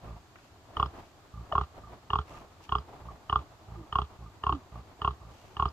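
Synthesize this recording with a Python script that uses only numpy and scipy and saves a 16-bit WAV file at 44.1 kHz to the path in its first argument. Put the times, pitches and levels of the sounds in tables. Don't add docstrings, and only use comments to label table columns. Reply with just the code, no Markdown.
import sys
import numpy as np
from scipy import signal
from scipy.fft import rfft, irfft, next_fast_len
from scipy.io import wavfile
from scipy.ndimage import uniform_filter1d

SR = 44100
rng = np.random.default_rng(int(sys.argv[2]) if len(sys.argv) > 2 else 0)


def materialize(psi):
    bounded = np.clip(np.atleast_2d(psi).T, -1, 1)
    quanta = np.round(bounded * 32767).astype(np.int16)
    wavfile.write(sys.argv[1], SR, quanta)


N = 252252

# [f/Hz, level per Hz/dB]
WOODS_COLOUR = [(15, -46.5), (25, -23.5), (93, 4.5), (176, -13), (344, -8), (488, -16), (769, -12.5),
                (1180, -13), (2020, -21.5), (4620, -23), (5570, -27.5), (7090, -26), (10000, -40.5),
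                (11800, -34), (15000, -40.5)]
# [f/Hz, likeness 0-1]
LIKENESS = [(50, 0.92), (700, 0.8), (1500, 0.26), (3000, 0), (12000, 0.16)]
# [t/s, length/s, level/dB]
SHUFFLES = [(0, .19, -50), (.67, .25, -46.5), (.9, 0.15, -46.5), (1.38, 0.22, -51.5), (1.74, 0.07, -53),
            (1.89, 0.11, -48), (2.27, .19, -49), (2.82, 0.35, -51), (3.37, 0.072, -55), (3.59, 0.29, -53.5),
            (4.74, 0.073, -51)]
# [t/s, level/dB]
STIR = [(.5, -63.5), (1.4, -59), (5.72, -56)]
# [t/s, length/s, level/dB]
STRAW = [(0.357, 0.16, -68.5), (.9, 0.24, -68), (2.249, 0.19, -60), (2.615, 0.056, -58.5),
         (5.229, 0.38, -64.5)]
# [f/Hz, level per Hz/dB]
SHUFFLE_COLOUR = [(100, 2), (200, -5), (380, -3.5), (500, -6), (700, -1), (1250, -8.5), (1500, -15),
                  (3000, -23.5), (8000, -41)]
STRAW_COLOUR = [(600, -22), (1200, -15.5), (2700, 2), (3800, -6.5), (6500, -7), (9000, -17.5), (15000, -22)]

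# [t/s, length/s, chest level/dB, throat level/dB]
FAR_GRUNTS = [(0.035, 0.16, -3, -33), (1.336, 0.11, -1.5, -25), (1.798, 0.15, -10, -29),
              (2.27, 0.21, -16.5, -27.5), (3.016, 0.15, -7, -24.5), (3.682, 0.16, -3, -23),
              (4.187, .12, -5, -25.5), (4.719, 0.11, -3.5, -28), (5.213, 0.11, -9, -30.5)]
# [f/Hz, width/Hz, level/dB]
CHEST = [(70.5, 29, -22), (128, 56.7, -27.5), (179, 65.3, -27.5)]
# [f/Hz, width/Hz, level/dB]
SNOUT = [(323, 69, -36), (417, 38.4, -35), (719, 78, -32.5), (835, 73, -26), (934, 118, -22),
         (3272, 127, -33), (4710, 110, -53.5)]
# [f/Hz, width/Hz, level/dB]
NOSE_HOLLOWS = [(261, 89, -37), (524, 234, -25), (1660, 140, -5.5), (2042, 1380, -20), (4000, 170, -30)]
# [t/s, peak level/dB]
SMACKS = [(0.3571, -43), (0.386, -49), (2.2802, -46), (2.3725, -42)]

# [t/s, snap gap at the peak/s, opening level/dB, ending level/dB,
# throat tuning ratio, lift of the throat and snout sound above 2 kHz/dB]
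GRUNTS = [ (0.7683, .0293, -2.5, -10, 1.015, 0), (1.5233, .0268, -1.5, 2, 0.99, -6),
          (2.1032, .0227, -2, 2.5, 1.0, -0.5), (2.6920, .0305, -10, -11, 1.007, 1.5),
          (3.2968, .0312, -.5, -15, 1.016, 0), (3.9258, .0305, -4.5, -2, 0.997, 0.5),
          (4.4369, .0266, -1.5, 3, .98, -2), (5.0173, .0289, -2.5, -13, .99, -1.5),
          (5.5675, .0265, -7.5, 5.5, 0.99, -2)]
# [f/Hz, width/Hz, level/dB]
OPENING = [(1191, 81, -17.5), (1450, 150, -37), (1764, 84, -23), (2950, 97, -20.5)]
SWELLING = [(1096, 77.5, -10.5), (1210, 110, -32), (1355, 37.5, -30), (2810, 107, -24)]
PEAKING = [(1144, 67, -11), (1366, 180, -20), (1490, 150, -39), (2840, 330, -19.5)]
CLOSING = [(1190, 175, -12.5), (1308, 156, -19), (1500, 96, -34), (2960, 230, -26.5)]
# [f/Hz, level per Hz/dB]
RASP_COLOUR = [(500, -3), (1200, 10.5), (2100, -10.5), (3100, 3.5), (3900, -0.5), (4900, -12), (6500, -20),
               (9000, -38), (15000, -47)]
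# [t/s, f/Hz, level/dB]
SQUEAKS = [(.799, 5100, -46), (.861, 5060, -45), (2.785, 4930, -43), (5.687, 4960, -42)]
# [t/s, length/s, first f/Hz, last f/Hz, level/dB]
PIGLETS = [(1.516, 0.029, 793, 570, -27.5), (2.873, 0.043, 343, 336, -54.5), (3.389, 0.087, 313, 284, -59),
           (3.759, 0.11, 358, 284, -47.5), (4.513, 0.084, 326, 244, -38)]

# [f/Hz, width/Hz, level/dB]
SHELTER = [(425.3, 18, 0.5), (1094, 19, -6.5), (1200, 31.5, -8), (1361, 34, -2)]
# [f/Hz, left minus right level/dB]
PORT_BALANCE = [(70, -1.5), (140, -1), (240, -6.5), (330, -1.5), (412, -8.5), (560, 6.5), (800, 1),
                (1060, -0.5), (1200, -5), (1340, -5.5), (1530, -1.7), (2620, 4), (2880, -0.7), (3900, 6)]
# [f/Hz, phase/radians]
PORT_PHASE = [(320, 0), (420, .75), (670, 0), (1200, .05), (1480, 1.3), (1820, .9), (2870, 1.6),
              (3420, 2.1), (4900, 5), (12000, 9)]


def from_db(db):
    return 10 ** (np.asarray(db) / 20)


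def rms_one(x):
    return x / np.sqrt(np.mean(x ** 2) + 1e-20)


def in_time(rows):
    return np.interp(np.arange(N) / SR, *np.transpose(rows))


def at_hz(points, hz):
    points = np.array(points)
    return np.interp(np.log(np.maximum(hz, 1)), np.log(points[:, 0]), points[:, 1])


def add(track, s, sound):
    i = int(np.clip(round(s * SR), 0, N))
    track[i:i + len(sound)] += sound[:N - i]


def swells(rows, shape=1):
    out = np.zeros(N)
    for s, length, db in rows:
        arch = np.abs(np.sin(np.linspace(0, np.pi, int(length * SR))))
        add(out, s, from_db(db) * arch ** shape)
    return out


def noise(colour):
    gain = from_db(at_hz(colour, np.fft.rfftfreq(N, 1 / SR)))
    return rms_one(irfft(rfft(rng.standard_normal(N)) * gain, N))


def wide_noise(colour):
    hz = np.fft.rfftfreq(N, 1 / SR)
    alike = at_hz(LIKENESS, hz)
    mid, side = rfft(rng.standard_normal((2, N))) * from_db(at_hz(colour, hz))
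    shared = np.sqrt(1 + alike) * mid
    opposed = np.sqrt(1 - alike) * side * [[1], [-1]]
    return rms_one(irfft(shared + opposed, N))


def resonate(x, hz, width):
    return signal.lfilter(*signal.iirpeak(hz, hz / width, fs=SR), x)


def ring(modes, rise_s, scale=1, edge_db=0, spread_db=0, glide=0, glide_s=0.0056):
    t = np.arange(SR // 7) / SR
    hz, width, db = np.array(sorted(modes), float).T[:, :, None]
    upper = hz > 2000
    db = db + edge_db * upper + spread_db * rng.standard_normal(hz.shape)
    sign = (-1) ** np.arange(len(hz))[:, None]
    slid_time = t + upper * glide * (t - glide_s * (1 - np.exp(-t / glide_s)))
    fade = np.exp(-np.pi * width * t)
    waves = sign * from_db(db) * fade * np.sin(2 * np.pi * hz * scale * slid_time)
    return waves.sum(axis=0) * (1 - np.exp(-t / rise_s)) ** 2


def still_woods(level_db=-57.5):
    return from_db(level_db) * wide_noise(WOODS_COLOUR)


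def bedding(flutter_db=3, grain_db=3.0):
    slow_wander = uniform_filter1d(uniform_filter1d(rng.standard_normal(N), size=700), size=700)
    rub = from_db(flutter_db * rms_one(slow_wander))
    fast_wander = uniform_filter1d(rng.standard_normal(N), size=90)
    grains = from_db(grain_db * rms_one(fast_wander))
    movement = np.hypot(from_db(in_time(STIR)), swells(SHUFFLES, shape=0.41))
    shuffle = movement * rms_one(rub) * wide_noise(SHUFFLE_COLOUR)
    return shuffle + swells(STRAW) * rms_one(grains) * wide_noise(STRAW_COLOUR)


def throb(track, s, db, lead_s=0.0041, rise_s=0.0033):
    out = track.copy()
    add(out, s - lead_s, -from_db(db) * ring(CHEST, rise_s))
    return out


def radiate(chest, low_hz=42):
    return signal.sosfilt(signal.butter(2, low_hz, "high", fs=SR, output="sos"), chest)


def nasal(x):
    for hz, width, db in NOSE_HOLLOWS:
        x = x + (from_db(db) - 1) * resonate(x, hz, width)
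    return x


def far_sow(gap_s=.036, jitter_s=0.00138, rise_s=0.0015, muffle_db=-10, chest_trim_db=-3, swing_db=-2):
    throat, chest = np.zeros((2, N))
    modes = [(1170, 46, -17.5)] + SNOUT
    for s, length, chest_db, throat_db in FAR_GRUNTS:
        for lag in np.arange(0, length, gap_s):
            arch = np.sin(np.pi * (lag + gap_s) / (length + 0.88 * gap_s))
            swell_db = 10 * np.log10(arch ** 2 + 1e-3)
            at = s + lag + rng.normal(0, jitter_s)
            push_db = chest_db + chest_trim_db + swell_db
            chest = throb(chest, at, push_db)
            chest = throb(chest, at + gap_s / 2, push_db + swing_db)
            snap = ring(modes, rise_s, 1 + rng.normal(0, 0.031), muffle_db, spread_db=6.5)
            add(throat, at, from_db(throat_db + swell_db) * snap)
    echoes = scatter(throat, db=-7.5, t60=0.089, dull_hz=1500, delay_s=0.005)[0]
    return radiate(chest) + nasal(throat) + echoes


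def smacks(level_db=-4, length_s=0.0076):
    bursts = np.zeros(N)
    fade = np.exp(-np.arange(SR // 30) / SR / length_s)
    for s, db in SMACKS:
        add(bursts, s, from_db(db + level_db) * fade)
    return bursts * wide_noise([(500, -4), (1100, 7), (2800, -1), (4000, -39), (10000, -46)])


def near_sow(rise_s=0.00023, parting_s=0.00437, parting_db=-17, dying_db=-20, last_gap_s=0.025,
             swing_s=0.0148, rasp_db=-43, rasp_s=0.011, glide=.07):
    grunt_db, opening_gap_s, closing_gap_s = -1, .0297, .0313
    throat, chest, airflow = np.zeros((3, N))
    t = np.arange(SR // 20) / SR
    puff = np.exp(-t / rasp_s) * (1 - np.exp(-t / rise_s)) ** 2
    postures = [OPENING, SWELLING, PEAKING, CLOSING, CLOSING]
    # [snout level/dB, chest throb level/dB, level of the soft swing after it/dB, share of glide]
    stages = [(0.0, -3.0, -33.5, 0.01), (2.0, 4, -19.5, 0.0), (4, 3.0, -1.0, 0.6),
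              (-2.5, 3.0, -2.0, .6), (-5.5, -18.5, -23.5, 0)]
    for s, peak_gap_s, opening_db, ending_db, size, edge_db in GRUNTS:
        times = s + np.cumsum([0, opening_gap_s, peak_gap_s, closing_gap_s, last_gap_s])
        efforts = [opening_db, 0, 0, ending_db, ending_db + dying_db]
        for at, effort_db, posture, stage in zip(times, efforts, postures, stages):
            snout_db, chest_db, swing_db, slide = stage
            modes = posture + [(hz, width, level + snout_db) for hz, width, level in SNOUT]
            gain = from_db(grunt_db + effort_db)
            tuning = size * (1 + rng.normal(0, 0.011))
            snap = ring(modes, rise_s, tuning, edge_db, spread_db=1.4, glide=glide * slide)
            add(throat, at, gain * snap)
            parting = ring(posture[:1], 2 * rise_s, size)
            add(throat, at - parting_s, gain * from_db(parting_db) * parting)
            add(airflow, at, np.sqrt(gain) * puff)
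            push_db = grunt_db + 0.48 * effort_db
            chest = throb(chest, at, push_db + chest_db)
            chest = throb(chest, at + swing_s, push_db + swing_db, rise_s=0.0056)
    rasp = from_db(rasp_db) * airflow * noise(RASP_COLOUR)
    return nasal(throat) + radiate(chest) + rasp


def squeaks(width_hz=110, rise_s=0.00061):
    out = np.zeros(N)
    for s, hz, db in SQUEAKS:
        add(out, s, ring([(hz, width_hz, db)], rise_s))
    return out


def piglets(overtone_db=-24, rough=0.47):
    out = np.zeros(N)
    for s, length, first_hz, last_hz, db in PIGLETS:
        u = np.linspace(0, 1, int(length * SR))
        phase = 2 * np.pi * np.cumsum(first_hz + (last_hz - first_hz) * u) / SR
        voice = sum(from_db(overtone_db * k) * np.sin((k + 1) * phase) for k in range(3))
        add(out, s, from_db(db) * np.sin(np.pi * u ** 0.71) * voice)
    shake = noise([(60, -3.0), (150, -9.5), (600, -75.5)])
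    return out * (1 + rough * shake)


def shelter(x):
    return x + sum(from_db(db) * resonate(x, hz, width) for hz, width, db in SHELTER)


def scatter(x, db, t60, dull_hz, delay_s):
    t = np.arange(SR // 2) / SR
    tail = rng.standard_normal((2, len(t))) * from_db(-60 * t / t60) * (t > delay_s)
    tail = tail / np.sqrt(np.sum(tail ** 2, axis=1, keepdims=True))
    dull = signal.sosfilt(signal.butter(1, [600, dull_hz], "band", fs=SR, output="sos"), x)
    return from_db(db) * signal.fftconvolve(dull[None], tail, axes=1)[:, :N]


def at_ports(x):
    size = next_fast_len(N + SR // 10)
    hz = np.fft.rfftfreq(size, 1 / SR)
    half = from_db(at_hz(PORT_BALANCE, hz) / 2) * np.exp(.5j * at_hz(PORT_PHASE, hz))
    return irfft(rfft(x, size) * np.array([half, 1 / half]), size)[:, :N]


def scene():
    sows = shelter(from_db(-0.5) * near_sow() + far_sow())
    pigs = sows + squeaks() + piglets()
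    boards = scatter(pigs, db=-16, t60=.09, dull_hz=6000, delay_s=.003)
    trees = scatter(pigs, db=-33.5, t60=0.59, dull_hz=2500, delay_s=0.037)
    return at_ports(pigs) + boards + trees + bedding() + smacks() + still_woods()


def record(dry, low_hz=22, cutoff_hz=15200):
    thinned = signal.sosfilt(signal.butter(1, low_hz, "high", fs=SR, output="sos"), dry)
    return signal.sosfilt(signal.ellip(12, .1, 80, cutoff_hz, fs=SR, output="sos"), thinned)


dry = scene()
out = record(dry)
materialize(out)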